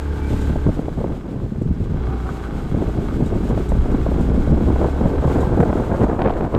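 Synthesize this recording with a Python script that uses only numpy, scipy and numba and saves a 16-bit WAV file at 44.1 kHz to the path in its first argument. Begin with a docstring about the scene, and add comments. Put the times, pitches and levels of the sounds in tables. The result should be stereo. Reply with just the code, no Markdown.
"""A single-cylinder motorcycle on a rough hill road, heard from the saddle through two microphone ports.
Timed firings drive its boom, exhaust and clatter; it sinks to idle, picks up, pulls and shuts off again.
Filtered noise makes the wind, with gusts and buffets at each port, brighter towards the end.
Gliding tones make the chain and gears sing; ringing noise makes loose metal tick and rattle over bumps.
A brief squeak is one wavering tone; shaped noise makes the hiss of tyres and air behind it all."""
import sys
import numpy as np
from scipy import signal
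from scipy.fft import rfft, irfft, next_fast_len
from scipy.io import wavfile
from scipy.ndimage import uniform_filter1d
from numba import njit

SR = 44100
rng = np.random.default_rng(int(sys.argv[2]) if len(sys.argv) > 2 else 0)


def output_pcm(signal):
    """Save a mono or channel-first signal as 16-bit PCM at the path in sys.argv[1].

    Samples are clipped to [-1, 1] before scaling.
    """
    pcm = np.clip(np.atleast_2d(signal).T, -1, 1) * 32767
    wavfile.write(sys.argv[1], SR, np.round(pcm).astype(np.int16))


N = 290530   # length in samples

# engine speed and throttle: time_s, firings_per_s, throttle (0 shut - 1 open)
ENGINE = [(0.0, 36.6, 0.55), (.28, 35, 0.88), (0.66, 35.8, 0.6), (0.78, 30.8, 0.063), (1.15, 23, 0.074),
          (1.62, 16.9, 0.046), (1.82, 23.3, 0.35), (2.02, 31, 0.85), (2.3, 29.5, 0.65), (2.72, 27.5, 0.8),
          (3.0, 27.6, 0.98), (3.3, 27.6, 0.9), (3.6, 29.5, 0.94), (4.8, 34, 0.99), (5.66, 36.4, 0.58),
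          (5.82, 34, .05), (6.15, 26, 0.057), (6.59, 15, 0.054)]
# steady engine orders; the crank turns twice a firing, so the even ones lead:
# multiple (of the firing rate), relative_level_db
ORDERS = [(1, -11), (2, 0), (3, -19), (4, -13.5), (5, -16), (6, -16), (8, -13), (9, -17), (12, -11.5),
          (13, -23), (14, -27), (24, -30), (25, -26), (26, -30), (33, -31), (44, -28), (45, -31)]
# exhaust pipe and silencer resonances: pitch_hz, width_hz, relative_level_db
PIPE = [(72.3, 27, 6.5), (212, 106, -2.5), (290, 77, -2), (412, 33.5, 3.5), (896, 36, -14)]
# crankcase and fin resonances: pitch_hz, width_hz, relative_level_db
CASE = [(800, 174, -1.5), (1177, 146, 0.5), (1534, 95, 1), (2197, 92, -4.5), (3284, 110, -6.5),
        (3960, 67, -5.5)]
# firing and valve knocks in one four-stroke cycle: place (in the cycle, 0-1), relative_level_db
KNOCKS = [(0.05, 1), (0.309, 4), (0.559, 6.5), (0.798, 10.5)]
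# whirr of chain and gears: pitch_hz, relative_level_db (per Hz)
WHIRR = [(150, 0), (450, -1), (650, 2.5), (1000, -2), (1500, -3), (1900, -12), (2800, -15), (3800, -22),
         (5200, -22), (8000, -41), (14000, -60)]
# loudness of boom, exhaust and clatter, before side levels and the clatter's own mix:
# level_db (cruising, full throttle), rise_db (per doubling of speed), loss_db (throttle shut)
BOOM_LAW = (-23.8, 17, 14.3)
EXHAUST_LAW = (-27, 0.78, 9)
CLATTER_LAW = (-49.5, 4.1, 4.6)
CRUISE_PER_S = 30   # firings per second
# spread of the firings' strength (dB); turbulent gas against the pulse (0-1)
FIRING_SCATTER_DB, PUFF_SHARE = 1.0, .1

# spells in which the drive chain and gears sing:
# start_s, length_s, start_pitch_hz, end_pitch_hz, level_db (before waver and side level)
WHINE = [(0, 0.78, 856, 879, -50), (2.051, 0.36, 777.4, 769.3, -42.5), (2.407, .21, 795, 831, -45),
         (3.838, 0.3, 699, 713, -44), (5.201, 0.94, 862.4, 904, -41.5)]
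WHINE_FADE_S = 0.053

# steady airflow between gusts: time_s, left_db, right_db (before trim), corner_hz (of the eddy spectrum)
AIRFLOW = [(0, -36, -36, 312), (.62, -21, -38.5, 306), (1.28, -26, -44, 426), (1.7, -25, -56, 227),
           (2.45, -28, -45, 350.4), (3.2, -22.5, -32.5, 370), (4.4, -20, -37, 370), (4.95, -22, -34, 680),
           (5.75, -18, -29.5, 740), (6.15, -23, -28, 800), (6.59, -20.5, -38, 800)]
RIGHT_CORNER_SHARE = 0.57   # the steady flow is duller at the right port
# gusts: start_s, length_s, level_db (before trim), corner_hz (of the eddy spectrum), port (0 left, 1 right)
GUSTS = [(0.292, 0.085, -14, 267, 0), (0.487, 0.035, -14, 310, 0), (0.651, 0.046, -7, 298, 0),
         (0.967, 0.13, -17, 415, 0), (0.986, 0.22, -31, 242, 1), (1.39, 0.14, -28, 284.3, 0),
         (1.505, 0.047, -16, 200, 0), (1.58, .15, -17, 162.2, 0), (1.777, 0.08, -15, 197, 0),
         (1.904, 0.087, -21, 231, 0), (2.06, 0.032, -19.5, 247, 0), (2.255, 0.069, -25.5, 304, 0),
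         (2.476, 0.13, -30.5, 328, 0), (2.712, 0.078, -14, 279.5, 0), (2.779, 0.13, -21, 424, 0),
         (2.958, 0.063, -16, 390.4, 0), (3.121, 0.078, -30, 325.2, 1), (3.196, 0.06, -16.5, 274.7, 0),
         (3.308, 0.072, -14.5, 376, 0), (3.484, 0.14, -17, 432.6, 0), (3.7, 0.087, -21.5, 330, 1),
         (3.84, 0.16, -17.5, 401, 0), (4.109, 0.11, -15.5, 429.7, 0), (4.18, 0.32, -26, 352.1, 1),
         (4.295, 0.11, -12.5, 305, 0), (4.43, 0.25, -27, 400, 1), (4.48, 0.049, -7, 220, 0),
         (4.591, 0.053, -19, 280, 0), (4.68, 0.059, -12.5, 380.7, 0), (4.798, 0.077, -10, 665, 0),
         (4.924, 0.068, -31, 400, 1), (4.998, 0.07, -11.5, 305.8, 1), (5.099, 0.041, -15.5, 450.6, 1),
         (5.127, 0.022, -16, 498, 0), (5.213, 0.092, -17.5, 230.2, 1), (5.316, 0.2, -16.5, 481, 0),
         (5.366, 0.066, -27, 319, 1), (5.52, 0.039, -22, 290, 1), (5.566, 0.077, -8.5, 445, 0),
         (5.667, 0.028, -15.5, 319, 1), (5.709, 0.12, -14, 543, 0), (5.752, 0.04, -20.5, 260, 1),
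         (5.917, 0.048, -17, 720, 0), (5.997, 0.064, -13, 480, 1), (6.066, 0.072, -18, 527, 1),
         (6.193, 0.13, -15.5, 800, 1), (6.322, 0.065, -24.5, 857, 1), (6.406, 0.087, -17, 649, 1),
         (6.529, 0.048, -8.5, 514, 1)]
GUST_ATTACK_S, GUST_RELEASE_S = .02, .03
# shelter at a port, mostly brief lulls: start_s, length_s, change_db, port (0 left, 1 right)
LULLS = [(0.588, 0.06, -17, 0), (1.183, 0.063, -7.5, 0), (2.171, 0.062, -6, 0), (2.35, .12, -3.5, 0),
         (2.92, 0.044, -2.5, 0), (3.635, 0.12, -9.5, 0), (3.782, 0.049, -6, 0), (4.422, 0.059, -8, 0),
         (4.892, .06, -3.5, 0), (5.805, .08, -9, 1), (0.81, .06, 1, 0), (0.936, 0.035, -5, 0),
         (6.472, 0.062, -13, 1)]
LULL_FADE_S = .015
# lumpiness grows with the flow: level_db, share (of full lumpiness, 0-1)
LUMPINESS = [(-26, .5), (-18, 1)]
# eddy shedding: place of its hump and of the skirt above (times the corner); the hump's sharpness (Q)
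HUMP_RATIO, SKIRT_RATIO, HUMP_SHARPNESS = .68, 2.7, .8
# single hard buffets: time_s, level_db, corner_hz (of the eddy spectrum), port (0 left, 1 right)
BUFFETS = [(0.308, -14, 300, 0), (0.346, -12, 270, 0), (0.506, -12.5, 380, 0), (0.559, -9.5, 438, 0),
           (0.666, -4.5, 470, 0), (0.693, -4.5, 370, 0), (0.773, -19, 580, 0), (0.793, -7, 430, 0),
           (0.883, -13, 520, 0), (1.043, -12.5, 580, 0), (1.063, -15, 480, 0), (1.521, -11.5, 270, 0),
           (1.617, -7.5, 260, 0), (1.659, -6, 200, 0), (1.707, -5, 180, 0), (1.804, -8.5, 240, 0),
           (2.746, -6.5, 320, 0), (3.326, -9, 435, 0), (3.407, -15.5, 480, 0), (3.576, -12, 630, 0),
           (3.604, -8, 370, 0), (3.72, -10, 600, 1), (3.753, -12, 351, 1), (3.859, -14, 560, 0),
           (4.064, -10.5, 560, 0), (4.119, -11, 600, 0), (4.38, -8.5, 332.7, 0), (4.475, -14.5, 600, 1),
           (4.497, -6, 260, 0), (4.761, -12.5, 720, 0), (4.815, -10.5, 800, 0), (4.859, -11, 482.7, 0),
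           (4.886, -13.5, 760, 0), (5.011, -9.5, 477, 1), (5.137, -9, 480, 1), (5.225, -8, 260, 1),
           (5.278, -10, 640, 0), (5.431, -9.5, 690, 0), (5.575, -5, 400, 0), (5.66, -13.5, 705, 0),
           (5.729, -9, 790, 0), (5.756, -10.5, 660, 0), (5.799, -13, 765, 0), (6.098, -8, 720, 0),
           (6.192, -11.5, 780, 1), (6.218, -10.5, 920, 1), (6.305, -16.5, 950, 1), (6.409, -10.5, 760, 1),
           (6.451, -16.5, 760, 1), (6.542, -7, 620, 1)]
# time from push to suction and spread of the blow (periods of the corner); spectrum edge (times the corner)
SWING_TURNS, EDDY_TURNS, BUFFET_EDGE = .8, 2.2, 1.12
# time over which a buffet's level counts (s); its flurry's spread (s) and strength against the pulse (dB)
BUFFET_S, FLURRY_S, FLURRY_DB = .008, .003, -2
# gusts that crack at the right port: time_s, rasp_start_db (before the tone filters)
CRACKS = [(6.194, -28), (6.2195, -12.5), (6.242, -29), (6.248, -27), (6.281, -26), (6.296, -25),
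          (6.305, -26), (6.3105, -24), (6.338, -26), (6.359, -31), (6.377, -31), (6.411, -27), (6.44, -29),
          (6.451, -29), (6.5497, -11)]
# a crack's rasp dies quickly (s); its spike stands above it (dB)
CRACK_DECAY_S, SPIKE_DB = .002, 23.5
# the largest eddies, felt as a deep flapping: time_s, level_db (right port then set lower)
FLAP = [(0, -27), (.5, -16), (1.3, -31.5), (2.6, -23.5), (3.66, -18.5), (3.78, -7.5), (3.93, -16),
        (4.55, -13.5), (4.9, -21.5), (5.25, -18.5), (5.9, -18.5), (6.55, -22)]

# loose metal ticking over bumps: time_s, start_db (before ringing and the final level)
TICKS = [(0.4125, -38), (1.6182, -45), (3.2595, -36), (3.4894, -40), (3.5894, -45), (3.689, -34),
         (3.914, -41), (4.2098, -40), (5.4044, -35), (5.6004, -34)]
# resonances of the loose metal: pitch_hz, width_hz, relative_level_db
METAL = [(3820, 130, 4), (5800, 280, -2), (6980, 200, 4), (8040, 680, -1.5), (10100, 900, -12),
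         (12600, 900, -12)]
# short rattles on the crankcase: start_s, length_s, level_db
RATTLES = [(2.28, 0.026, -31), (2.43, 0.035, -40), (2.857, 0.069, -45), (3.055, 0.099, -40.5)]
# a brief squeak of the chassis: start_s, length_s, pitch_hz, peak_db
SQUEAK = (.21, .075, 2320, -44)

# hiss of tyres and rushing air: time_s, left_db, right_db (before trim)
HISS = [(0, -50.5, -52.5), (.75, -52.5, -52), (1.55, -58.5, -63.5), (2.35, -51.5, -53), (5.0, -51.5, -50),
        (6.03, -50, -50.5), (6.13, -51, -71), (6.55, -52.5, -69)]
# colour of the hiss: pitch_hz, relative_level_db (per Hz)
HISS_COLOUR = [(1500, 8), (3500, 3.5), (5600, -5), (7000, -1.5), (8300, -3), (9600, -11), (12000, -10.5),
               (14000, -12)]
# brief swishes in the hiss: start_s, length_s, level_db (before trim)
SWISHES = [(0.26, 0.24, -46.5), (5.292, 0.12, -45.5)]
SWISH_ATTACK_S, SWISH_RELEASE_S = 0.15, 0.23

CUTOFF_HZ = 14300   # top of the finished sound


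def engine(left_db=-6.5):
    """Engine speed times every pulse; speed and throttle set the loudness; the silencer lies on the right."""
    per_s, throttle = in_time(ENGINE)
    cycles = np.cumsum(per_s * (1 + .002 * drift(10))) / SR
    doublings = np.log2(per_s / CRUISE_PER_S)
    shut = 1 - np.clip(throttle, 0, 1)
    boom_gain, pipe_gain, clatter_gain = [from_db(db + rise_db * doublings - loss_db * shut)
                                          for db, rise_db, loss_db in (BOOM_LAW, EXHAUST_LAW, CLATTER_LAW)]
    bass = boom_gain * boom(cycles)
    pipe = pipe_gain * exhaust(cycles, per_s) * from_db([[left_db], [0]])
    return bass + pipe + clatter_gain * clatter(cycles, per_s)


def boom(cycles, waver_db=2.0):
    """The engine's steady orders are pure tones, each wavering a little in strength."""
    orders = sum(from_db(db + waver_db * drift(10.0)) * np.cos(2 * np.pi * round(multiple) * cycles)
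                 for multiple, db in ORDERS)
    return -rms_one(orders)


def exhaust(cycles, per_s, puff_s=0.0038, intake_db=-11, intake_place=0.5):
    """Each firing sends a pulse and a puff of gas down the pipe; the intake gulps half a cycle later."""
    firings = strokes(cycles, 0, FIRING_SCATTER_DB)
    gulps = from_db(intake_db) * strokes(cycles, intake_place, FIRING_SCATTER_DB)
    pulses = (firings + gulps) / np.sqrt(per_s)
    puffs = rng.standard_normal(N) * np.exp(-(cycles % 1) / per_s / puff_s)
    gas = -rms_one(pulses) + PUFF_SHARE * rms_one(puffs)
    return rms_one(cut(resonate(gas, PIPE), 1080, "low"))


def clatter(cycles, per_s, knock_db=5, whirr_db=11.0, throb_db=1.0, knock_s=0.0062):
    """Piston and valves knock on the case; chain and gears whirr in step with the crank."""
    blows = sum(from_db(db) * np.exp(-((cycles - place) % 1) / per_s / knock_s) for place, db in KNOCKS)
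    clicks = sum(from_db(db) * strokes(cycles, place, scatter_db=3.0) for place, db in KNOCKS)
    scrape = rms_one(blows * rng.standard_normal((2, N)))
    contact = .3 * scrape + rms_one(clicks)
    knocks = rms_one(cut(resonate(contact, CASE), 2600, "low"))
    # the crank turns twice a cycle
    whirr = coloured_noise(WHIRR) * from_db(throb_db * np.cos(4 * np.pi * cycles))
    return from_db(knock_db) * knocks + from_db(whirr_db) * whirr


def whine(upper_ratio=1.54, upper_db=0, right_db=-3, waver_db=3.5):
    """Two meshes of the drive sing in spells: a clear gliding tone and a rougher one above it."""
    t = np.arange(N) / SR
    out = 0
    for start, length, start_hz, end_hz, db in WHINE:
        glide_hz = np.interp(t, [start, start + length], [start_hz, end_hz])
        hz = glide_hz * (1 + .009 * drift(14))
        clear = np.sqrt(2) * np.sin(2 * np.pi * np.cumsum(hz) / SR)
        rough = from_db(upper_db) * narrow_tone(hz * upper_ratio, width_hz=250)
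        out = out + from_db(db) * swell(start, length, WHINE_FADE_S, WHINE_FADE_S) * (clear + rough)
    return out * from_db(waver_db * drift(36.0)) * from_db([[0], [right_db]])


def wind(port, trim_db, lumpy_db, eddy_rate, port_hz, low_hz):
    """Turbulent pressure at one port, with a hump where eddies are shed and a steep fall above it."""
    level_db, corner_hz = flow(port)
    lumps = np.clip(drift(eddy_rate), -2, 1.9)
    # weak flow is smooth, strong flow lumpy, at about equal power
    spread_db = lumpy_db * np.interp(level_db, *np.transpose(LUMPINESS))
    power_fix_db = spread_db ** 2 * np.log(10) / 20
    eddies = rng.standard_normal(N) * from_db(spread_db * lumps - power_fix_db)
    thumps, blowing = buffets(port)
    # the flow slackens around a big eddy
    slack_db = -5.5 * np.minimum(uniform_filter1d(blowing, SR // 25) / .2, 1)
    # large slow eddies carry more pressure
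    heavy_db = 4 * (330 / np.maximum(corner_hz, 140) - 1)
    pressure = from_db(level_db + trim_db + slack_db + heavy_db) * eddies
    # a stronger eddy is also faster, so brighter
    corner_hz = np.clip(corner_hz * np.exp(0.021 * (lumps - 1)), 50, 3000)
    turn = 2 * np.pi * corner_hz / SR
    # make up for the power that the moving filter takes away
    passed_share = HUMP_SHARPNESS * HUMP_RATIO * turn / 2
    rumble = moving_lowpass(pressure / np.sqrt(passed_share), HUMP_RATIO * turn,
                            HUMP_SHARPNESS, np.exp(-SKIRT_RATIO * turn))
    return cut(cut(rumble, port_hz, "low") + thumps, low_hz, "high", order=1)


def flow(port):
    """Gusts add power to the steady air and pull its corner; shelter shifts the level: (dB, corner Hz)."""
    *steady_db, steady_hz = in_time(AIRFLOW)
    power = from_db(steady_db[port]) ** 2
    weighted_hz = power * steady_hz * (RIGHT_CORNER_SHARE if port else 1)
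    for start, length, db, hz, side in GUSTS:
        if round(side) == port:
            gust = (from_db(db) * swell(start, length, GUST_ATTACK_S, GUST_RELEASE_S)) ** 2
            power = power + gust
            weighted_hz = weighted_hz + gust * hz
    shelter_db = sum(db * swell(start, length, LULL_FADE_S, LULL_FADE_S)
                     for start, length, db, side in LULLS if round(side) == port)
    return 10 * np.log10(power) + shelter_db, weighted_hz / power


def buffets(port):
    """A big eddy hits: a push, then suction, in a brief flurry with a steep top; also gives when it blows."""
    half = SR // 30
    t = np.arange(-half, half) / SR
    thumps, blowing = np.zeros((2, N + SR))
    for s, db, hz, side in BUFFETS:
        if round(side) == port:
            near = slice(int(s * SR) - half, int(s * SR) + half)
            pulse = np.zeros(2 * half)
            pulse[[half - int(SWING_TURNS / hz * SR), half]] = .5, -1
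            flurry = rng.standard_normal(2 * half) * np.exp(-.5 * (t / FLURRY_S - .5) ** 2)
            pulse, flurry = [rms_one(cut(part, BUFFET_EDGE * hz, "low", order=4))
                             for part in (pulse, flurry)]
            gain = from_db(db) * np.sqrt(BUFFET_S * SR / len(t))
            thumps[near] += gain * rms_one(pulse + from_db(FLURRY_DB) * flurry)
            blowing[near] += np.exp(-.5 * (t * hz / EDDY_TURNS) ** 2)
    return thumps[:N], np.minimum(blowing[:N], 1)


def cracks(left_db=-22):
    """Gusts snap, mainly at the right port: each is one sharp spike and a short rasp of noise."""
    spikes = np.zeros(N)
    for s, db in CRACKS:
        spikes[int(s * SR)] = from_db(db + SPIKE_DB)
    rasps = jolts(CRACKS, decay_s=CRACK_DECAY_S) * rng.standard_normal(N)
    snaps = cut(spikes + rasps, 1500, "low", order=1)
    snaps = cut(snaps, 4200, "low", order=5)
    return cut(snaps, 600, "high") * from_db([[left_db], [0]])


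def flapping(top_hz=55, right_db=-3):
    """Eddies larger than the microphone heave on each port as deep noise."""
    heave = rms_one(cut(rng.standard_normal((2, N)), top_hz, "low"))
    return from_db(in_time(FLAP)[0]) * heave * from_db([[0], [right_db]])


def ticks(level_db=5, right_db=-6):
    """A loose metal part chatters at each bump: dying bursts of noise make it ring."""
    chatter = jolts(TICKS, decay_s=0.018) * rng.standard_normal((2, N))
    return resonate(chatter, METAL) * from_db(level_db) * from_db([[0], [right_db]])


def rattles(per_s=260, fade_s=0.019):
    """On the bumps something loose buzzes against the crankcase in many random touches."""
    shaking = sum(from_db(db) * swell(start, length, fade_s, fade_s) for start, length, db in RATTLES)
    touches = (rng.random(N) < per_s / SR) * rng.standard_normal((2, N))
    return shaking * rms_one(cut(resonate(touches, CASE[1:3]), 2000, "low"))


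def squeak(fade_s=0.059):
    """Metal rubs on metal for a moment and sings one slightly unsteady note."""
    start, length, hz, db = SQUEAK
    turn = 2 * np.pi * np.cumsum(hz * (1 + .006 * drift(30))) / SR
    return from_db(db) * swell(start, length, fade_s, fade_s) * np.sin(turn)


def hiss(trim_db=6.5, flutter_db=1.5):
    """Tyres and rushing air give a thin, slightly fluttering hiss that swishes up now and then."""
    swish_power = sum((from_db(db) * swell(start, length, SWISH_ATTACK_S, SWISH_RELEASE_S)) ** 2
                      for start, length, db in SWISHES)
    level = np.sqrt(from_db(in_time(HISS)) ** 2 + swish_power)
    return level * from_db(trim_db + flutter_db * drift(15.0)) * coloured_noise(HISS_COLOUR)


def from_db(db):
    """Decibels to gain."""
    return 10 ** (np.asarray(db) / 20)


def rms_one(x):
    """Scale to unit power."""
    return x / np.sqrt(np.mean(x ** 2) + 1e-20)


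def in_time(rows):
    """The columns of a curve at every sample."""
    s, *columns = np.transpose(rows)
    return [np.interp(np.arange(N) / SR, s, column) for column in columns]


def drift(rate):
    """Smooth chance of spread 1; a higher rate makes it change faster."""
    # made at one twentieth of the sample rate; the start-up is thrown away
    r = np.exp(-40 * np.pi * rate / SR)
    slow = signal.lfilter([1], [1, -2 * r, r * r], rng.standard_normal(N // 20 + 3002))[3000:]
    return np.interp(np.arange(N) / 20, np.arange(len(slow)), rms_one(slow))


def swell(start, length, attack_s, release_s):
    """Rise, hold and fall between 0 and 1; the ramps are centred on the start and the end."""
    t = np.arange(N) / SR - start
    return np.clip(np.minimum(t / attack_s, (length - t) / release_s) + .5, 0, 1)


def jolts(events, decay_s):
    """Sudden starts that die away."""
    starts = np.zeros(N)
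    for s, db in events:
        starts[int(s * SR)] = from_db(db)
    return signal.lfilter([1], [1, -np.exp(-1 / (decay_s * SR))], starts + 1e-18)


def strokes(cycles, place, scatter_db):
    """One click a cycle at the given place, each of its own strength."""
    at = np.flatnonzero(np.diff(np.floor(cycles - place)) > 0)
    clicks = np.zeros(N)
    clicks[at] = from_db(scatter_db * rng.standard_normal(size=400)[:len(at)])
    return clicks


def narrow_tone(hz, width_hz):
    """A tone whose strength and phase wander, so that it fills a narrow band; rms about 1."""
    turn = 2 * np.pi * np.cumsum(hz * np.ones(N)) / SR
    return drift(width_hz) * np.cos(turn) + drift(width_hz) * np.sin(turn)


def coloured_noise(spectrum):
    """Unrelated noise for each side with the given spectrum; rms 1 over both."""
    hz, db = np.transpose(spectrum)
    size = next_fast_len(N)
    bins = np.maximum(np.fft.rfftfreq(size, 1 / SR), 1)
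    gain = from_db(np.interp(np.log(bins), np.log(hz), db))
    return rms_one(irfft(rfft(rng.standard_normal((2, size))) * gain, size)[:, :N])


def cut(x, hz, kind, order=2):
    """Butterworth low- or high-pass."""
    return signal.sosfilt(signal.butter(order, min(hz, .45 * SR), kind, fs=SR, output="sos"), x)


def resonate(x, modes):
    """Parallel resonances with alternating signs; a wider one dies away sooner."""
    out = 0
    for k, (hz, width, db) in enumerate(modes):
        r = np.exp(-np.pi * width / SR)
        poles = [1, -2 * r * np.cos(2 * np.pi * hz / SR), r * r]
        ringing = (1 - r * r) / 2 * signal.lfilter([1, 0, -1], poles, x + 1e-18)
        out = out + (-1) ** k * from_db(db) * ringing
    return out


@njit
def moving_lowpass(x, step, sharpness, pole):
    """A resonant low-pass whose hump moves, then a moving one-pole low-pass."""
    out = np.zeros(len(x))
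    low = band = smooth = 0.
    for i in range(len(x)):
        low += step[i] * band
        band += step[i] * (x[i] - low - band / sharpness)
        smooth += (1 - pole[i]) * (low - smooth)
        out[i] = smooth
    return out


def scene():
    """The machine reaches both ports; each port has its own wind."""
    machine = engine() + whine() + ticks() + rattles() + squeak()
    left = wind(port=0, trim_db=6.5, lumpy_db=4.5, eddy_rate=65, port_hz=1480.1, low_hz=37.6)
    right = wind(port=1, trim_db=8.5, lumpy_db=4.5, eddy_rate=89, port_hz=2430, low_hz=24.6)
    air = np.array([left, right]) + cracks() + flapping()
    return machine + air + hiss()


def record(dry):
    """Subsonic sway is removed, peaks are rounded, the top is cut."""
    rounded = np.tanh(cut(dry, 16.0, "high"))
    return signal.sosfilt(signal.ellip(10, .2, 80, CUTOFF_HZ, fs=SR, output="sos"), rounded)


dry = scene()
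out = record(dry)
output_pcm(out)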